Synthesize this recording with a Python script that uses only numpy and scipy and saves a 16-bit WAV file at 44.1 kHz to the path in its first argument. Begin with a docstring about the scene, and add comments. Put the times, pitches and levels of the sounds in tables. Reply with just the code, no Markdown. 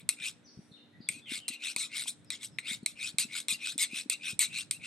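"""A knife is honed on a hand-held rod under a carport roof, about three strokes a second.
The blade clinks onto the rod (blow and ringing modes), scrapes along it and is drawn back with
a longer rasp (uneven noise through moving resonances). Small birds call from the trees as gliding
sines, over filtered-noise air and rumble, a faint sine hum, soft low bumps and a thin sizzle."""
import sys
import numpy as np
from scipy import signal
from scipy.fft import rfft, irfft
from scipy.io import wavfile
from scipy.ndimage import uniform_filter1d

SR = 44100
rng = np.random.default_rng(int(sys.argv[2]) if len(sys.argv) > 2 else 0)


def store_pcm(level_fs):
    """Save levels as 16-bit WAV."""
    pcm = np.round(np.clip(level_fs, -1, 1) * 32767).astype(np.int16)
    wavfile.write(sys.argv[1], SR, np.atleast_2d(pcm).T)


N = 214715
TIME_S = np.arange(N) / SR

# outdoor air spectrum: (frequency [Hz], relative density [dB per Hz])
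AIR_SPECTRUM = [(15, -50.5), (25, -52.5), (114, -2), (217, -4.5), (344, -11), (1130, -24), (1440, -21),
                (1890, -23), (2480, -25.5), (2910, -28.5), (3340, -26), (3720, -23.5), (4740, -37),
                (11600, -42.5), (16000, -102)]
# hum lines: (frequency [Hz], level [dB])
HUM_LINES = [(236, -70), (295, -70.5), (587, -88)]
# low rumble level, which dips briefly near 1.6 s: (time [s], relative level [dB])
RUMBLE_LEVEL = [(0, -56), (.3, -68), (1.15, -65.5), (1.5, -73.5), (1.63, -105), (1.78, -70), (2.8, -64),
                (4.2, -70.5), (4.35, -61), (4.86, -64.5)]
# blade pushed along the rod: (start [s], speeding up [s], slowing down [s], relative level [dB],
# relative fizz [dB], relative low rasp [dB], blade resonance [Hz])
PUSH_STROKES = [ (0.091, 0.0073, 0.034, -47.5, 7, -1.5, 2410), (1.089, 0.018, 0.088, -51, -1, 7, 2266),
                (1.482, 0.007, 0.01, -42, 7.5, -7.5, 2345), (1.502, 0.04, .02, -44, -12.5, 5.5, 2450),
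                (1.768, 0.044, 0.045, -37.5, -3.5, -10.5, 2185),
                (2.306, 0.017, 0.034, -41.5, -10.5, -7, 2007),
                (2.587, 0.0025, 0.018, -50.5, -2.5, -5, 1900), (2.863, 0.017, 0.036, -52, 3, -7.5, 2400),
                (3.188, 0.0075, 0.045, -35, 1.5, -4.5, 2280), (3.486, 0.024, 0.034, -34, -1, -1, 2416),
                (3.783, 0.05, 0.016, -32.5, 1, -2.5, 2033), (4.1, 0.029, 0.014, -35, -4.5, 3, 2390),
                (4.394, 0.018, 0.044, -32, 1.5, -1.5, 2052), (4.711, 0.015, 0.041, -50, 4, 5, 2400), ]
# blade drawn back: columns as PUSH_STROKES
PULL_STROKES = [ (0.0, .004, 0.007, -49.5, -7.5, 11, 2440), (0.166, 0.095, 0.03, -35, -4, 2.5, 2493),
                (1.256, 0.071, 0.055, -37.5, -3, -1, 2250), (1.587, 0.071, 0.057, -35.5, -5, 0, 2625),
                (1.892, 0.078, 0.066, -36.5, -2, -3, 2230), (2.05, 0.037, 0.0042, -40.5, 11.5, -1, 2450),
                (2.386, 0.059, 0.0095, -44, 5.5, -7.5, 2260),
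                (2.618, 0.081, 0.048, -35.5, -3.5, -0.5, 2254), (2.952, 0.084, 0.058, -36.5, -4, -1, 2524),
                (3.28, 0.086, 0.039, -36.5, -1.5, -1, 2280), (3.58, 0.082, 0.059, -35, -5.5, -2.5, 2555),
                (3.88, 0.09, 0.042, -36.5, -2.5, 2, 2600), (4.194, 0.083, 0.041, -35, -5, 2.5, 2580),
                (4.487, .088, 0.04, -35.5, -3, 3.5, 2715), (4.792, 0.076, 0.018, -38.5, -5.5, 4, 2610), ]
# stroke at first contact and at lift-off, against its fastest moment:
# (level [dB], fizz [dB], low rasp [dB], blade resonance [ratio])
PUSH_ENDS = [(-5, -6.5, 4, 1.2), (-5, -8, 1, 1.14)]
PULL_ENDS = [(-25, -17.5, 10.5, 0.95), (-8, 6.5, -7.5, 0.972)]
# steel spectrum in each direction and under a blow: (frequency [Hz], relative density [dB per Hz])
PUSH_SPECTRUM = [(350, -39.5), (700, -43.5), (1300, -15.5), (1750, -25), (2100, -4), (2600, -2),
                 (3000, -10), (3950, 1.5), (4500, -8.5), (6600, -10.5), (8300, 0), (10000, -8),
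                 (12000, -10), (13000, -47.5), (16000, -47)]
PULL_SPECTRUM = [(350, -53), (950, -29.5), (1500, -10.5), (1850, -15), (2400, 4), (3000, -5), (3800, 1),
                 (4600, -8), (6600, -14.5), (8500, -4), (10000, -10), (11900, -17.5), (13000, -53),
                 (16000, -37)]
CLINK_SPECTRUM = [(200, -33.5), (700, -27), (1100, -14), (1700, -23.5), (2300, 1.5), (3000, -17.5),
                  (3950, -1), (5000, -7.5), (6700, -7.5), (8400, 8), (9400, 6.5), (10300, 1.5),
                  (12000, -11), (13500, -24.5), (16000, -34)]
# resonances gliding with the contact point: (ratio to the lowest blade resonance, width [Hz],
# level [dB], extra glide [octaves per s])
PUSH_GLIDES = [(1, 140.4, -4, 0), (1.8, 177.4, -26, 1), (3.8, 400, -7.5, 1)]
PULL_GLIDES = [(1, 224, -1.5, 0), (1.45, 285, -15, 5.5), (2.198, 439, -17.5, -0.5), (3.4, 604, -39.5, 8.5)]
# modes of blade and rod: (nominal frequency [Hz], relative level [dB], t60 [s])
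STEEL_MODES = [(1152, -36, .05), (1950, -31, .09), (2180, -19.5, 0.063), (3746, 1.5, 0.039),
               (4206, 12.5, 0.013), (5030, -35, 0.064), (7340, -4, .06), (8000, -17, .07), (8190, -26, .07),
               (8050, -2, 0.033), (8150, 5, 0.087), (9500, -3, 0.047), (11200, 9.5, 0.051)]
# blade lands on the rod: (time [s], relative strength [dB], then against the bright ping:
# mid ring [dB], low ring [dB], knock [dB])
CLINK_EVENTS = [(.090, -12, 1, 5, 1), (1.0877, -16.5, 0.5, 15.5, -16), (1.4805, -23, 10.5, 5.5, 12),
                (1.762, -19.5, 7, 5.5, 14.5), (2.056, -44, -3, 6, 31), (2.246, -54, 5, -6, -20),
                (2.3029, -23, 13, 6.5, 10), (2.5849, -22, 16.5, 36, 15), (2.832, -56, 0, -9.5, 1),
                (2.8605, -16, 7, 9, -0.5), (3.1837, -14.5, 6.5, 7, -2.5), (3.483, -20.5, 10.5, 6, 14),
                (3.779, -22.5, 4.5, -7, 2), (4.098, -15.5, 2, 3, -5), (4.3916, -13, -2, -4, -3),
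                (4.7099, -17, 7.5, 5, -2)]
# soft low bumps: (time [s], level [dB], mid pitch [Hz])
BUMP_EVENTS = [(0.203, -51, 170), (0.569, -41.5, 141), (0.586, -38.5, 173), (0.711, -47, 167),
               (.999, -42.5, 211), (1.097, -45, 181), (1.161, -45.5, 252), (1.314, -37.5, 244),
               (1.497, -43.5, 232), (1.757, -45, 211), (2.709, -40, 214), (2.826, -37.5, 197),
               (3.138, -43.5, 160), (3.246, -40.5, 208), (3.52, -44.5, 205), (3.753, -40, 251),
               (3.927, -39.5, 213), (4.056, -40, 247), (4.327, -40, 158)]
# bird notes: (time [s], length [s], start pitch [Hz], end pitch [Hz], relative level [dB])
BIRD_NOTES = [(0.435, 0.069, 6200, 5290, -61.5), (0.454, 0.035, 5500, 4130, -59),
              (0.709, 0.03, 4510, 3700, -58), (0.715, 0.048, 3600, 3640, -57.5),
              (0.762, 0.024, 3250, 2580, -61), (0.915, 0.072, 1860, 2008, -64.5),
              (1, 0.057, 5020, 4440, -61), (1.009, 0.02, 4600, 3630, -57),
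              (1.066, 0.023, 3700, 3190, -52.5), (1.212, 0.045, 3550, 3420, -56.5),
              (1.252, 0.05, 3350, 2640, -47), (1.384, 0.087, 3254, 2650, -54),
              (2.247, .045, 5560, 4750, -68), (2.512, 0.03, 5600, 4900, -66),
              (2.819, 0.026, 4510, 3890, -64)]
# microphone ports, phase: (frequency [Hz], left lead [rad])
PORT_PHASE = [(1300, -.3), (2000, .1), (3000, 1), (4500, .65), (6500, .55), (7500, 1.3), (8600, -.1),
              (9500, -1.9), (10300, -3.15), (11900, -6.2), (12700, -6.6), (13500, -9.3), (16000, -12.5)]
# microphone ports, balance: (frequency [Hz], left minus right [dB])
PORT_BALANCE = [(60, -1), (500, 5.5), (1300, 2), (2400, 2.5), (4400, 3.5), (7500, 3.5), (8800, 0.3),
                (15000, 0)]
# carport decay: (frequency [Hz], t60 [s])
CARPORT_DECAY = [(500, 1), (2500, 0.33), (5000, 0.4), (8500, 0.4), (11000, 0.051), (14000, 0.11)]


def amp(db):
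    """Decibels to gain."""
    return 10 ** (np.asarray(db) / 20)


def unit(x):
    """Scales to an rms of one."""
    return x / np.sqrt(np.mean(x ** 2) + 1e-20)


def steady(x, size):
    """Scales to a running rms of one, keeping the fine grain."""
    return x / np.sqrt(uniform_filter1d(x ** 2, size) + 1e-12)


def read(points, hz):
    """Reads a table on a log-frequency axis."""
    f_hz, value = np.transpose(points)
    return np.interp(np.log(hz + 1), np.log(f_hz + 1), value)


def add(mix, start_s, sound):
    """Lays a sound into the mix at start_s."""
    part = mix[max(round(start_s * SR), 0):][:len(sound)]
    part += sound[:len(part)]


def colour(x, points, size=2048):
    """Causal (minimum-phase) filter with the given spectrum."""
    log_gain = np.log(amp(read(points, abs(np.fft.fftfreq(size, 1 / SR)))))
    taps = np.fft.ifft(np.exp(np.conj(signal.hilbert(log_gain)))).real
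    return signal.fftconvolve(x, taps)[:len(x)]


def band(x, lo_hz, hi_hz, order=4):
    """Band-pass filter."""
    edges_hz = [lo_hz, min(hi_hz, .49 * SR)]
    return signal.sosfilt(signal.butter(order, edges_hz, "band", fs=SR, output="sos"), x)


def drift(rate_per_s, size):
    """Random wander: normal values at rate_per_s joined by straight lines."""
    at = np.arange(size) * rate_per_s / SR
    return np.interp(at, np.arange(8192), rng.standard_normal(8192))


def background(apart=0.59, air_db=-62.5, hiss_db=-1, rumble_db=-1, lumps_per_s=20, lumps_db=5.5):
    """Filtered-noise air, a rumble in random lumps and a faint wavering hum."""
    noise = rng.standard_normal((2, N))
    air = amp(air_db) * np.array([unit(colour(n, AIR_SPECTRUM)) for n in noise])
    swell_db = np.interp(TIME_S, *np.transpose(RUMBLE_LEVEL)) + lumps_db * drift(lumps_per_s, N)
    rumble = np.array([unit(band(a, 49, 200)) for a in air]) * amp(swell_db + rumble_db)
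    mid, side = amp(hiss_db) * band(air, 283, 22000, order=3) + rumble
    hum = np.zeros(N)
    for hz, db in HUM_LINES:
        wavering_hz = hz * (1 + 0.00576 * drift(12, N))
        hum += amp(db) * unit(np.sin(2 * np.pi * np.cumsum(wavering_hz) / SR))
    return np.array([mid + apart * side, mid - apart * side]) + hum


def gesture(rise_s, fall_s, ends, swell_power=1.79, lift_db_per_s=637.5, lift_s=0.059):
    """The hand speeds up, slows down and lifts off; level, colour and blade resonance follow it."""
    t = np.arange(0, rise_s + fall_s + lift_s, 1 / SR)
    early = np.clip(1 - t / rise_s, 0, 1)
    late = np.clip((t - rise_s) / fall_s, 0, 1)
    (db_in, fizz_in, low_in, ratio_in), (db_out, fizz_out, low_out, ratio_out) = ends
    lifted_s = np.maximum(t - rise_s - fall_s, 0)
    # rounded around the fastest moment, dying away as the edge leaves the rod
    level_db = db_in * early ** swell_power + db_out * late ** swell_power - lift_db_per_s * lifted_s
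    fizz_db = fizz_in * early + fizz_out * late
    low_db = low_in * early + low_out * late
    return t, level_db, fizz_db, low_db, ratio_in ** early * ratio_out ** late


def resonate(x, hz, width_hz):
    """A resonance that follows the curve hz."""
    turn = np.exp(2j * np.pi * np.cumsum(hz) / SR)
    r = np.exp(-np.pi * width_hz / SR)
    return (turn * signal.lfilter([(1 - r) ** 2], [1, -2 * r, r * r], x / turn)).real


def steel(x, size=6000):
    """Rings the modes of blade and rod, which the changing contact detunes a little."""
    t = np.arange(size) / SR
    detune = 1 + .006 * rng.standard_normal(len(STEEL_MODES))
    ring = np.zeros(size)
    for (hz, db, t60_s), ratio in zip(STEEL_MODES, detune):
        ring += amp(db - 60 * t / t60_s) * np.sin(2 * np.pi * hz * ratio * t)
    return signal.fftconvolve(x, ring / np.linalg.norm(ring))[:len(x)]  # unit energy


def contact_point(x, travel, node_db, node_hz=190, patch_db=3.5):
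    """Bending waves answer unevenly as contact slides past their nodes and over worn patches."""
    hz, t, z = signal.stft(x, SR, nperseg=256, noverlap=192)
    free_length = 1 - travel * t / t[-1]
    turns = np.sqrt(hz / node_hz)[:, None] * free_length + rng.normal(0, 0.3)
    nodes = np.cos(2 * np.pi * turns)
    wear = rng.standard_normal((len(hz), 260))[:, :len(t)]
    patches = unit(uniform_filter1d(uniform_filter1d(wear, size=3, axis=0), size=12, axis=1))
    z = z * amp(node_db * nodes + patch_db * patches)
    return signal.istft(z, SR, nperseg=256, noverlap=192)[1][:len(x)]


def stroke(row, ends, spectrum, glides, travel, node_db, ring_db, fizz_db, chatter_db, grit_db):
    """The edge catches on tiny ridges: uneven noise excites steel and gliding blade resonances."""
    start_s, rise_s, fall_s, level_db, bright_db, body_db, blade_hz = row
    t, swell_db, brighten_db, low_db, bend = gesture(rise_s, fall_s, ends)
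    size = 16384
    # fine and coarse unevenness of the friction
    uneven_db = grit_db * drift(2800, size) + chatter_db * drift(260, size)
    ridges = (rng.standard_normal((5, size)) * amp(uneven_db))[:, :len(t)]
    scrape = unit(colour(ridges[0], spectrum))
    scrape = scrape + amp(ring_db) * unit(steel(scrape))
    # the free length of the blade changes as it slides, so its resonances move
    for drive, (ratio, width_hz, db, glide) in zip(ridges[1:], glides):
        hz = ratio * blade_hz * bend * 2 ** (glide * (t - rise_s))
        scrape = scrape + amp(db) * unit(resonate(drive, hz, width_hz))
    scrape = contact_point(scrape, travel, node_db)
    # range of the blade's lowest resonance
    low_filter = signal.butter(2, (1950, 2900), "band", fs=SR, output="sos")
    low = signal.sosfiltfilt(low_filter, scrape)
    rasp = steady(band(scrape + (amp(body_db + low_db) - 1) * low, 250, 6540), size=600)
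    fizz = steady(band(scrape, 4980, 20000), size=600) * amp(bright_db + brighten_db + fizz_db)
    fade = np.clip(np.minimum(t, t[-1] - t) / .004, 0, 1)
    return start_s, amp(level_db + swell_db) * (rasp + fizz) * fade


def honing():
    """Pushes have more fizz; pulls chatter more, the free blade shortening as they go."""
    pushes, pulls = np.zeros(N), np.zeros(N)
    for row in PUSH_STROKES:
        add(pushes, *stroke(row, PUSH_ENDS, PUSH_SPECTRUM, PUSH_GLIDES, travel=-0.17, node_db=3.7,
                            ring_db=-11.5, fizz_db=3.5, chatter_db=-1.5, grit_db=1.0))
    for row in PULL_STROKES:
        add(pulls, *stroke(row, PULL_ENDS, PULL_SPECTRUM, PULL_GLIDES, travel=0.5, node_db=3.0,
                           ring_db=-11, fizz_db=0, chatter_db=3.8, grit_db=0.0))
    return pushes + amp(-2.2) * pulls


def clinks(ring_db=-11, level_db=22.5, size=6000):
    """Steel meets steel in a sharp blow and a tiny rattle, then rings briefly, damped by the hands."""
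    out, t = np.zeros(N), np.arange(size) / SR
    hz = np.fft.rfftfreq(size, 1 / SR)
    # higher bending waves run faster: the bright ping arrives before the low ring
    dispersion = np.exp(-2j * np.pi * np.sqrt(hz / 50))
    for start_s, db, mid_db, low_db, knock_db in CLINK_EVENTS:
        decay = (np.exp(-t / .0015) + .08 * np.exp(-t / 0.009)) * (t > .0004)
        rattle = rng.choice([-1., 1.], size) * decay
        impact = signal.unit_impulse(size) + amp(1) * rattle / np.linalg.norm(rattle)
        # where the blade lands decides which of its bending ranges answer
        place = [(800, knock_db), (2000, low_db), (3800, mid_db), (7500, 0.0058)]
        dispersed = irfft(rfft(impact) * dispersion, size)
        blow = colour(colour(dispersed, CLINK_SPECTRUM), place)
        clink = unit(blow) + amp(ring_db) * unit(steel(blow))
        add(out, start_s, amp(db + level_db) * clink / np.linalg.norm(clink) / 2)
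    return out


def bumps(swell_s=0.0023, sag=0.114, pat_db=-13, pat_hz=360, size=3000):
    """Dull, quickly damped low sines whose pitch sags, each with a short higher pat."""
    out, t = np.zeros(N), np.arange(size) / SR
    swell = (t / swell_s) ** 3 * np.exp(-t / swell_s)
    swell = swell / swell.max()
    for start_s, db, hz in BUMP_EVENTS:
        turns = np.cumsum(hz * (1 + sag * (2 * np.exp(-t / 0.029) - 1))) / SR
        thud = swell ** 2 * np.sin(2 * np.pi * turns)
        pat = amp(pat_db) * swell ** 3 * np.sin(2 * np.pi * (pat_hz * t + rng.random()))
        add(out, start_s, amp(db) * (thud + pat))
    return out


def birds(trill=0.027, trill_per_s=450, flutter_db=2):
    """Short, mostly falling sine whistles, roughened by a quick irregular trill."""
    out = np.zeros(N)
    for start_s, length_s, start_hz, end_hz, db in BIRD_NOTES:
        size = int(length_s * SR)
        hz = np.geomspace(start_hz, end_hz, size) * (1 + trill * drift(trill_per_s, size))
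        swell = signal.windows.tukey(size, .5) * amp(flutter_db * drift(200, size))
        add(out, start_s, amp(db) * unit(np.sin(2 * np.pi * np.cumsum(hz) / SR) * swell))
    return out


def faint_sizzle(start_s=0.45, length_s=0.42, level_db=-77):
    """A thin high band of noise swells and fades in the pause."""
    out, size = np.zeros(N), int(length_s * SR)
    hiss = unit(band(rng.standard_normal(N), 7800, 10000, order=2))[:size]
    add(out, start_s, amp(level_db) * hiss * signal.windows.hann(size))
    return out


def ports(x):
    """Near sound reaches the two microphone ports with differing phase and level by frequency."""
    hz = np.fft.rfftfreq(N, 1 / SR)
    half = amp(read(PORT_BALANCE, hz) / 2) * np.exp(.5j * read(PORT_PHASE, hz))
    return irfft(rfft(x) * np.array([half, 1 / half]), N)


def echoes(x, decay, first_s, size=30000):
    """Scattered reflections, different at each port, each band dying at its own speed."""
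    sparse = (rng.random((2, size)) < .08) * (np.arange(size) > first_s * SR)
    taps = rng.standard_normal((2, size)) * sparse
    hz, t, z = signal.stft(taps, SR, nperseg=256)
    tail = signal.istft(z * amp(-60 * t / read(decay, hz)[:, None]), SR, nperseg=256)[1]
    return signal.fftconvolve(x[None], tail / np.linalg.norm(tail[0]), axes=1)[:, :N]


def scene():
    """Knife and rod under the roof, birds farther off."""
    knife, song = honing() + clinks(), birds()
    # reflections off the body and the posts: (frequency [Hz], t60 [s])
    nearby = amp(-9) * echoes(knife, [(500, .07), (4000, 0.026), (9000, 0.024)], first_s=.003)
    roof = amp(-21.5) * echoes(knife, CARPORT_DECAY, first_s=0.0024)
    near = ports(knife + bumps()) + nearby + roof
    far = amp(-8) * song + echoes(song, [(2000, 0.37), (6000, 0.71)], first_s=0.0079)
    return near + far + faint_sizzle() + background()


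def record(dry, edge_hz=16300):
    """The band limit of the recorder: a linear-phase low-pass."""
    taps = signal.firwin(511, edge_hz, window=("kaiser", 9), fs=SR)
    return signal.oaconvolve(dry, taps[None], "same")


dry = scene()
out = record(dry)
store_pcm(out)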